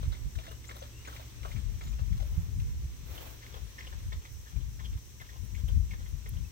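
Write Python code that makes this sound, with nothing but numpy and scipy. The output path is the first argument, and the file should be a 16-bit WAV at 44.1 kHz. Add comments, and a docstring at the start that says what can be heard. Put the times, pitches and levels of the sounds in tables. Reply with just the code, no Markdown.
"""A pasture on a summer day. An animal close on the right crunches through damp grass, nearly three steps
a second: breaking stems ring, thud and crackle; long stems swish, wet ones squeak, dry blades snap.
Eddies of wind and low thumps of gusts and the grip rumble unevenly on the two ports of a hand-held
microphone. Insects scrape resonant wings, small birds chirp in gliding tones, and filtered noise makes the
rustle, the hiss of an insect chorus and the murmur of a far engine, whose wavering tones hum."""
import sys
import numpy as np
from scipy import signal
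from scipy.fft import rfft, irfft, next_fast_len
from scipy.io import wavfile
from scipy.ndimage import uniform_filter1d

SR = 44100
rng = np.random.default_rng(int(sys.argv[2]) if len(sys.argv) > 2 else 0)


def pcm_store(signal):
    """Save signal as 16-bit PCM."""
    levels = np.round(np.clip(np.atleast_2d(signal), -1, 1) * 32767)
    wavfile.write(sys.argv[1], SR, levels.astype(np.int16).T)


N = 287091
T = np.arange(N) / SR

# In the tables, a level is relative where its function adds a trim; balance is left minus right.
# Loud crunches: (time [s], relative ring level [dB], ring frequency [Hz], relative thud level [dB],
# nominal length [s])
LOUD_CRUNCHES = [(0.026, -47, 600, -56, 0.0061), (0.119, -47, 3770, -57, 0.014),
                 (0.142, -51, 2070, -62, 0.019), (0.351, -51, 1500, -70, 0.0082),
                 (0.378, -46, 630, -61, .016), (0.384, -46.5, 2420, -68, 0.011),
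                 (0.431, -51, 1890, -66, .02), (0.64, -54, 2050, -72, .009),
                 (0.465, -48, 1870, -69, 0.0076), (0.477, -44, 644, -67, 0.0084),
                 (0.509, -51, 651, -54, 0.014), (0.688, -44.5, 2130, -53, 0.014),
                 (0.708, -43, 1830, -53.5, .009), (0.755, -48, 586, -56, .014),
                 (0.816, -38.5, 583, -57, 0.011), (0.83, -55, 4400, -72, .008),
                 (1.048, -45, 2260, -73, 0.016), (1.072, -42, 1600, -48.5, .012),
                 (1.095, -54, 1950, -68, .012), (1.122, -46, 1210, -63, .015),
                 (1.163, -45.5, 2140, -70, 0.0063), (1.194, -44.5, 620, -63, 0.0069),
                 (1.429, -50.5, 2280, -58, 0.01), (1.449, -41, 714, -45, 0.0079),
                 (1.497, -50, 703, -65, 0.023), (1.513, -47, 2120, -73, .012),
                 (1.557, -48, 2320, -58, 0.018), (1.808, -46, 2130, -54.5, 0.012),
                 (1.826, -52, 690, -68, 0.013), (1.986, -54, 2700, -54, 0.012),
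                 (2.124, -55, 1930, -71, .013), (2.17, -57.5, 4070, -64, .008),
                 (2.198, -45, 750, -64, 0.0085), (2.222, -43, 596, -67, 0.0055),
                 (2.596, -53, 2620, -75, 0.0097), (3.176, -44, 3020, -56, .01),
                 (3.416, -47.5, 1960, -61, 0.029), (3.462, -50, 2150, -72, .006),
                 (3.54, -46.5, 3400, -52.5, 0.011), (3.56, -51, 710, -55.5, 0.016),
                 (3.780, -38.5, 1850, -60, 0.016), (3.804, -42, 1940, -66, .009),
                 (3.837, -48, 1880, -67, 0.025), (3.867, -45, 2990, -60, 0.01),
                 (3.923, -47.5, 1740, -57.5, 0.011), (4.12, -41, 1920, -55.5, 0.011),
                 (4.127, -44, 3700, -61, .008), (4.248, -50.5, 1920, -62, 0.009),
                 (4.456, -49.5, 1730, -70, 0.025), (4.789, -46.5, 1880, -60, 0.018),
                 (4.802, -53, 1050, -68, .025), (4.847, -43, 3190, -66, 0.018),
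                 (5.198, -49, 2120, -72, 0.015), (5.212, -44, 1760, -55, 0.0098),
                 (5.289, -46.5, 1850, -67, 0.014), (5.353, -52.5, 805, -64, 0.013),
                 (5.544, -45.5, 2120, -76, .019), (5.679, -47, 3100, -56, .018),
                 (5.908, -43, 2140, -73, .014), (5.932, -45, 1880, -59.5, .012),
                 (6.056, -52, 1970, -68, .014), (6.258, -46, 1950, -59, 0.0074)]
# Two spells of even walking: (first step [s], last step [s], step period [s])
WALKING_SPELLS = [(0.0, 1.82, .364), (3.41, 6.27, .356)]
# Extra delay of the crunches at the left port: (time [s], delay [samples])
LEFT_PORT_DELAY = [(0, 21), (1.9, 20), (4, 17), (6.5, 16)]
# Spectrum of crackling fibres: (frequency [Hz], relative level per Hz [dB])
CRACKLE_SPECTRUM = [(900, 4), (1500, 0), (2100, 1), (2600, -5), (3300, 6.5), (4500, -2), (7000, -6.5),
                    (10000, -20), (15000, -11)]
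# Spectrum of the turf's thud: (frequency [Hz], relative level per Hz [dB])
THUD_SPECTRUM = [(250, -6), (480, 2.5), (700, -1.5), (1300, 4), (2000, -13.5), (3500, -22)]
# Wet stems squeaking: (time [s], level [dB], frequency [Hz], nominal length [s])
STEM_SQUEAKS = [(3.788, -64.5, 5490, 0.0064), (3.83, -70, 5400, 0.0087)]
# Long grass swishing: (time [s], length [s], relative level [dB], balance [dB])
GRASS_SWISHES = [(1.039, 0.28, -62, 1), (1.411, 0.21, -65.5, 2), (2.174, 0.4, -64.5, 1),
                 (3.052, .36, -55, -2), (3.42, 0.27, -66.5, 3)]
# Spectrum of a swish: (frequency [Hz], relative level per Hz [dB])
SWISH_SPECTRUM = [(300, 12), (550, 9.5), (1200, 4), (2200, 1.5), (3300, 2), (5000, -5.5), (7500, -5.5),
                  (10000, -10), (13000, -1), (15500, 4.5)]
# Dry blades snapping: (time [s], relative level [dB], nominal length [s], balance [dB])
BLADE_SNAPS = [(0.4993, -43, 0.01, 7.5), (0.513, -42, 0.01, 8), (0.758, -36, 0.0089, 8),
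               (0.7774, -40, 0.01, 8), (2.3087, -43, 0.006, 3.5), (4.32, -41, 0.01, 1),
               (4.984, -43, 0.005, 5.5), (5.212, -41, 0.01, 4), (5.446, -41, 0.01, -1),
               (5.68, -38, 0.01, 3), (6.082, -42, 0.01, 9), (6.289, -29, 0.0036, -1)]
# Spectrum of a snap: (frequency [Hz], relative level per Hz [dB])
SNAP_SPECTRUM = [(5500, -13), (8000, -8), (11500, 5), (15500, 4.5)]
# Wind on the ports: (time [s], relative level [dB], balance [dB])
WIND_GUSTS = [(0.0, -36.5, 14), (0.11, -31, -11), (0.18, -50, -1), (0.27, -32.5, -10), (0.33, -54, 0),
              (0.36, -38, 14), (0.45, -50.5, 10), (1.32, -55, 0), (1.43, -41, 14), (1.74, -33, 20),
              (1.81, -42.5, -7), (1.9, -35.5, 14), (1.98, -38, -1.5), (2.05, -31.5, 16), (2.17, -32, 6),
              (2.23, -31.5, 15.0), (2.37, -35, -4.5), (2.5, -38, 9), (2.61, -33, -5), (3.24, -50, 12),
              (3.46, -56.5, 5), (3.62, -40.5, 20.0), (3.73, -55.5, -2.5), (3.99, -39, 10.5),
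              (4.19, -37.5, 2), (4.22, -54, 4), (4.33, -44.5, -16.0), (4.41, -43.5, 5), (4.5, -53, -6.5),
              (4.57, -35, 22.5), (4.71, -40, -1), (4.86, -41.5, 16), (4.97, -35, -5), (5.0, -56, -4.0),
              (5.35, -48.5, 9), (5.42, -31, 30), (5.49, -40, 9.0), (5.6, -35.5, 18.0), (5.75, -27.5, 6),
              (5.82, -27.5, 14), (5.91, -39.5, 0), (6.09, -41, 11.0), (6.46, -37, 8), (6.51, -53, -6)]
# Spectrum of the wind's eddies: (frequency [Hz], relative level per Hz [dB])
EDDY_SPECTRUM = [(20, -26.5), (48, 4), (72, 0.5), (122, -12), (175, -21.5), (240, -30.5), (300, -41.5),
                 (450, -51)]
# Low thumps of wind gusts and the grip: (time [s], relative level [dB], frequency [Hz], balance [dB])
LOW_THUMPS = [(0.074, -26.5, 64.3, -18), (0.252, -29.5, 77.7, -11), (0.361, -26.5, 61.3, 20),
              (1.665, -30, 60, 16), (2.01, -22, 66.6, 23), (2.101, -25.5, 90.3, 30), (2.2, -24.5, 58, 15),
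              (2.374, -22, 86.5, -18), (2.84, -27.5, 68.5, 2), (3.619, -30.5, 60.3, 29),
              (4.563, -23, 61.8, 21.5), (4.947, -32, 64, 0), (5.636, -21.5, 66, 18), (5.763, -19, 65, 23),
              (6.131, -29, 73.3, 13)]
# Bird notes: (time [s], length [s], start frequency [Hz], end frequency [Hz], relative level [dB],
# overtone against fundamental [dB])
BIRD_NOTES = [(0.449, 0.13, 2600, 2960, -59.5, -40), (0.669, 0.03, 5730, 7600, -50.5, -24),
              (0.803, .018, 6450, 6200, -54, -30), (0.91, 0.14, 2500, 2900, -60.5, -40),
              (1.071, 0.017, 7100, 6500, -46.5, -30), (1.372, 0.14, 2510, 2940, -62, -45),
              (1.817, .06, 6750, 6950, -59, -5), (1.862, .055, 7000, 7040, -56, -14),
              (5.468, .06, 6800, 7000, -64, -8), (5.532, 0.053, 6900, 7250, -61, -5),
              (6.438, 0.034, 2560, 2570, -61.5, -40)]
# Soft rustle of the field: (time [s], level [dB])
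RUSTLE_LEVEL = [(0, -59), (0.3, -62.5), (0.7, -60.5), (1.2, -58.5), (2.2, -60.5), (2.9, -61), (3.3, -59),
                (4.0, -59), (4.35, -62.5), (6.5, -61.5)]
# Spectrum of the rustle: (frequency [Hz], relative level per Hz [dB])
RUSTLE_SPECTRUM = [(300, 0.5), (500, -0.5), (800, -10.5), (1000, -1), (1400, -4), (2000, -0.5),
                   (2800, -1.5), (4000, -2), (5000, -6.5)]
# Spectrum of the insect chorus: (frequency [Hz], relative level per Hz [dB])
CHORUS_SPECTRUM = [(4300, -49), (4970, -9.5), (5500, -3.5), (6010, 0.5), (6850, -8), (7340, -7),
                   (8400, -7.5), (8860, -17.5), (9440, -17), (12900, -11.5), (14800, -8.5), (15800, -10)]
# Balance of rustle and chorus: (frequency [Hz], balance [dB])
BACKGROUND_BALANCE = [(300, 7.5), (1300, 0), (2400, -3.5), (4400, -2.5), (6000, 4), (8200, 4.5),
                      (10000, 1.5), (12000, 1.5), (15000, 12)]
# A far engine growing fainter overall: (time [s], relative level [dB])
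ENGINE_LEVEL = [(0, 2), (1.3, 2.5), (3.3, -1), (4.6, -6), (6.5, -5.5)]
# Tones of the engine's hum: (frequency [Hz], relative level [dB])
ENGINE_TONES = [(64.6, -51), (113.0, -55.5)]
# Spectrum of the engine's murmur: (frequency [Hz], relative level per Hz [dB])
MURMUR_SPECTRUM = [(35, 4.5), (65, 0), (120, -2), (170, -12.5), (240, -12), (420, -17.5), (600, -28),
                   (750, -28), (1000, -29)]

# Relative crackle level at a ring of -45 dB, dB gained per dB of ring, and fade as the animal walks on
CRACKLE_DB, CRACKLE_GROWTH, CRACKLE_FADE_DB_PER_S = -53, 0.11, 0.76
# Faint crunches: time a foot bears down, relative ring level and its spread, thud and crackle against it
STANCE_S, FAINT_DB, FAINT_SPREAD_DB, FAINT_THUD_DB, FAINT_CRACKLE_DB = 0.14, -58, 1.5, -8, -1.5
FAINT_HZ, FAINT_SPREAD_OCTAVES, FAINT_S = 1920, 0.476, 0.013
SCATTER_DB = -7  # gain of the sound scattered by the grass
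WIND_TRIM_DB, FLUTTER_DB, FLUTTER_PER_S = 2.5, 2.5, 20  # flutter: spread and changes per second
CHORUS_DB = -58.5
# Katydid: first buzz, time to the next, shortening of each interval, length of a buzz
BUZZ_FIRST_S, BUZZ_PERIOD_S, BUZZ_HASTE_S, BUZZ_S = 0.254, 0.388, 0.0035, 0.13
BUZZ_DB, BUZZ_LOUDEST_S, BUZZ_FADE_DB_PER_S = -71.5, 3.5, 1.4
TRILL_DEPTH = 1.2  # exponent of the trill's wing strokes
TOP_HZ = 15800


def undb(db):
    """Amplitude gain is ten to the power of decibels over twenty."""
    return 10 ** (np.asarray(db) / 20)


def unit(x):
    """Dividing by the root mean square sets the mean power to 1."""
    return x / np.sqrt(np.mean(x ** 2) + 1e-24)


def curves(table):
    """Linear interpolation reads each column of a timed table sample by sample."""
    s, *columns = np.transpose(table)
    return [np.interp(T, s, column) for column in columns]


def sides(balance_db):
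    """A level difference places a sound: left and right gains with a mean power of 1."""
    gains = undb(np.array([balance_db, -balance_db]).reshape(2, -1) / 2)
    return gains / np.sqrt(np.mean(gains ** 2, axis=0))


def along(points, f):
    """Spectra are interpolated on a logarithmic frequency axis."""
    hz, value = np.transpose(points)
    return np.interp(np.log(f + 1), np.log(hz), value)


def colour(x, points, balance=None):
    """Linear filtering multiplies the spectrum; it falls steeply beyond the end points, at rms 1."""
    size = next_fast_len(x.shape[-1])
    f = np.fft.rfftfreq(size, 1 / SR)
    low_skirt = np.minimum(f / points[0][0], 1) ** 4
    high_skirt = np.minimum(points[-1][0] / (f + 1), 1) ** 8
    gain = undb(along(points, f)) * low_skirt * high_skirt
    if balance is not None:
        gain = gain * sides(along(balance, f))
    return unit(irfft(rfft(x, size) * gain, size)[..., :x.shape[-1]])


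def resonate(x, hz, q):
    """A single resonance selects a band as narrow as its quality factor is high, at rms 1."""
    b, a = signal.iirpeak(min(hz, 0.45 * SR), max(q, 1), SR)
    return unit(signal.lfilter(b, a, x))


def walk(rate):
    """Smoothed random steps make a slow fluctuation with a spread near 1."""
    hold = int(SR / rate)
    held = np.repeat(rng.standard_normal(N // hold + 1), hold)
    return unit(uniform_filter1d(held, hold)[:N])


def add(out, s, x):
    """Superposition: sounds sum, each from its own starting time."""
    i = max(int(s * SR), 0)
    out[..., i:i + x.shape[-1]] += x[..., :max(N - i, 0)]


def fractures(length, share, size=4096):
    """Fracture noise: many tiny breaks, strong in a share of the samples, build up and die away."""
    u = np.arange(size) / SR / max(length, 0.001)
    breaks = rng.standard_normal(size) * (0.1 + (rng.random(size) < share))
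    return breaks * u ** 0.5 * np.exp(-u ** 2)


def crunch(ring_db, hz, thud_db, crackle_db, length):
    """Fracture excites three responses: the damp tuft rings, the turf thuds, the fibres crackle."""
    ring = resonate(resonate(fractures(length * 0.75, 0.045), hz, 9.1), hz, 1.4)
    thud = colour(fractures(length * 1.14, 0.055), THUD_SPECTRUM)
    crackle = colour(fractures(length * 1.53, 0.016), CRACKLE_SPECTRUM)
    return undb(ring_db - 16.0) * ring + undb(thud_db - 6.5) * thud + undb(crackle_db - 10.5) * crackle


def loud_crunches():
    """Crackle grows with the ring and fades as the animal walks on."""
    for s, ring_db, hz, thud_db, length in LOUD_CRUNCHES:
        crackle_db = CRACKLE_DB + CRACKLE_GROWTH * (ring_db + 45) - CRACKLE_FADE_DB_PER_S * s
        yield s, ring_db, hz, thud_db, crackle_db, length


def faint_crunches(count):
    """Progressive failure: each footfall crushes a few more stems at chance moments as it bears down."""
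    for first, last, period in WALKING_SPELLS:
        for step in np.arange(first, last + period / 2, period):
            for k in range(count):
                late = (k + rng.random()) / count * STANCE_S
                strength, pitch = rng.standard_normal(2)
                db = FAINT_DB + FAINT_SPREAD_DB * strength
                hz = FAINT_HZ * 2 ** (FAINT_SPREAD_OCTAVES * pitch)
                yield step + late, db, hz, db + FAINT_THUD_DB, db + FAINT_CRACKLE_DB, FAINT_S


def steps():
    """Time of arrival gives direction: the right port leads; the grass scatters sound to both."""
    direct = np.zeros((2, N))
    delay_s, delay_samples = np.transpose(LEFT_PORT_DELAY)
    for s, *settings in [*loud_crunches(), *faint_crunches(count=3)]:
        x = crunch(*settings)
        left_delay = np.interp(s, delay_s, delay_samples) / SR
        add(direct[0], s + left_delay, x * undb(2.0))
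        add(direct[1], s, x)
    t = np.arange(SR // 5) / SR
    scatter = rng.standard_normal((2, len(t))) * np.exp(-t / 0.028)
    scatter /= np.sqrt(np.sum(scatter ** 2, axis=1, keepdims=True))  # unit energy
    return direct + undb(SCATTER_DB) * signal.fftconvolve(direct, scatter, axes=1)[:, :N]


def squeaks():
    """Friction excites resonance: wet stems slip on each other and ring high for a moment."""
    out = np.zeros((2, N))
    for s, db, hz, length in STEM_SQUEAKS:
        slip = fractures(length, 0.11)
        add(out, s, undb(db) * resonate(resonate(slip, hz, 13), hz, 9.2))
    return out


def swishes():
    """Friction noise: many sliding stems make a grainy brush that swells, eases and differs by port."""
    out = np.zeros((2, N))
    for s, length, db, balance_db in GRASS_SWISHES:
        size = int(length * SR)
        grain_db = 2.5 * rng.standard_normal((2, size)) + 1.9 * walk(64.7)[:size]
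        rub = rng.standard_normal((2, size)) * undb(grain_db)
        pressure = np.interp(np.linspace(0, 1, size), [0, 0.25, 0.7, 1], [0.13, 0.95, 0.69, 0.079])
        add(out, s, colour(rub, SWISH_SPECTRUM) * pressure * undb(db + 6.5) * sides(balance_db))
    return out


def blades():
    """Brittle fracture is brief and bright: dry blades snap with a thin tick."""
    out = np.zeros((2, N))
    for s, db, length, balance_db in BLADE_SNAPS:
        breaks = np.array([fractures(length * 1.4, 0.048) for _ in range(2)])
        add(out, s, colour(breaks, SNAP_SPECTRUM) * undb(db - 28.0) * sides(balance_db))
    return out


def wind():
    """Turbulent pressure: eddies buffet each port on its own; gusts set their strength and flutter."""
    gust_db, balance_db = curves(WIND_GUSTS)
    eddies = colour(rng.standard_normal((2, N)), EDDY_SPECTRUM)
    # dividing by the local strength leaves the level to the gusts
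    strength = np.sqrt(uniform_filter1d(eddies ** 2, size=1800, axis=1) + 1e-4)
    flutter_db = FLUTTER_DB * np.array([walk(FLUTTER_PER_S) for _ in range(2)])
    return eddies / strength * undb(gust_db + WIND_TRIM_DB + flutter_db) * sides(balance_db)


def thumps():
    """Damped oscillation: a gust or the grip sets off a few low cycles."""
    out = np.zeros((2, N))
    t = np.arange(SR // 4) / SR
    swell = t / 0.005 * np.exp(1 - t / 0.0099)
    for s, db, hz, balance_db in LOW_THUMPS:
        upper_tone = np.sin(2 * np.pi * (1.864 * hz * t + rng.random()))
        cycles = np.sin(2 * np.pi * hz * t) + 0.32 * upper_tone
        add(out, s, undb(db - 6.0) * swell * cycles * sides(balance_db))
    return out


def wing_strokes(hz, q, rate_hz, depth):
    """Stridulation: quick scraping strokes modulate the amplitude of a wing resonance."""
    phase = 2 * np.pi * np.cumsum(rate_hz * (1 + 0.03 * walk(5.8))) / SR
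    stroke = np.exp(depth * np.sin(phase))
    wing = resonate(resonate(rng.standard_normal((2, N)), hz, q), hz, q)
    return unit(wing * stroke)


def insects(intervals):
    """Gated stridulation: a katydid buzzes in bursts; a second insect trills and then fades."""
    gate = np.zeros(N)
    gaps = BUZZ_PERIOD_S - BUZZ_HASTE_S * np.arange(intervals)
    for s in BUZZ_FIRST_S + np.cumsum([0, *gaps]):
        db = BUZZ_DB - BUZZ_FADE_DB_PER_S * abs(s - BUZZ_LOUDEST_S)
        add(gate, s, undb(db) * signal.windows.tukey(int(BUZZ_S * SR), 0.3))
    buzz = wing_strokes(9080, 31, 78, depth=0.59) * gate * sides(2.4)
    fade = np.interp(T, [1.6, 2.1], [1, 0])
    trill = wing_strokes(8150, 12, 59.2, depth=TRILL_DEPTH) * fade * undb(-69) * sides(14)
    return buzz + trill


def birds():
    """Frequency modulation: thin notes glide and level off; the air makes them flutter."""
    out = np.zeros((2, N))
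    for s, length, start_hz, end_hz, db, overtone_db in BIRD_NOTES:
        u = np.linspace(0, 1, int(max(length, 0.005) * SR))
        glide_hz = end_hz + (start_hz - end_hz) * (1 - u) ** 2
        hz = glide_hz * (1 + 0.014 * walk(246)[:len(u)])
        phase = 2 * np.pi * np.cumsum(hz) / SR
        tone = np.sin(phase) + undb(overtone_db) * np.sin(2 * phase)
        note = tone * np.sin(np.pi * u)
        flutter_db = 3.4 * walk(170)[:len(u)]
        add(out, s, undb(db - 1.5 + flutter_db) * note * sides(5.7))
    return out


def engine():
    """Partly coherent noise murmurs from afar, beneath low tones of wavering frequency."""
    far_db, = curves(ENGINE_LEVEL)
    # one noise shared by both ports, with a little of each port's own
    noise = rng.standard_normal(N) + 0.24 * rng.standard_normal((2, N))
    out = colour(noise, MURMUR_SPECTRUM) * undb(-53.5 + 0.51 * far_db)
    for hz, db in ENGINE_TONES:
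        phase = 2 * np.pi * np.cumsum(hz * (1 + 0.01956 * walk(14))) / SR
        out += undb(db + 1.5 + far_db) * np.sin(phase)
    return out


def field():
    """Many small sources sum to noise: a soft rustle and the hiss of an insect chorus."""
    rustle_db, = curves(RUSTLE_LEVEL)
    rustle = colour(rng.standard_normal((2, N)), RUSTLE_SPECTRUM, BACKGROUND_BALANCE)
    chorus = colour(rng.standard_normal((2, N)), CHORUS_SPECTRUM, BACKGROUND_BALANCE)
    return rustle * undb(rustle_db + 0.5 * walk(14)) + chorus * undb(CHORUS_DB + 0.52 * walk(50))


def scene():
    """Superposition of everything that reaches the two ports."""
    animal = steps() + squeaks() + swishes() + blades()
    rumble = wind() + thumps()
    return animal + rumble + insects(intervals=17) + birds() + engine() + field()


def record(dry):
    """Band limiting: the recorder cuts the deepest rumble and the top."""
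    high_pass = signal.butter(2, 31, "high", fs=SR, output="sos")
    low_pass = signal.ellip(12, 0.2, 80, TOP_HZ, fs=SR, output="sos")
    return signal.sosfilt(low_pass, signal.sosfiltfilt(high_pass, dry))


dry = scene()
out = record(dry)
pcm_store(out)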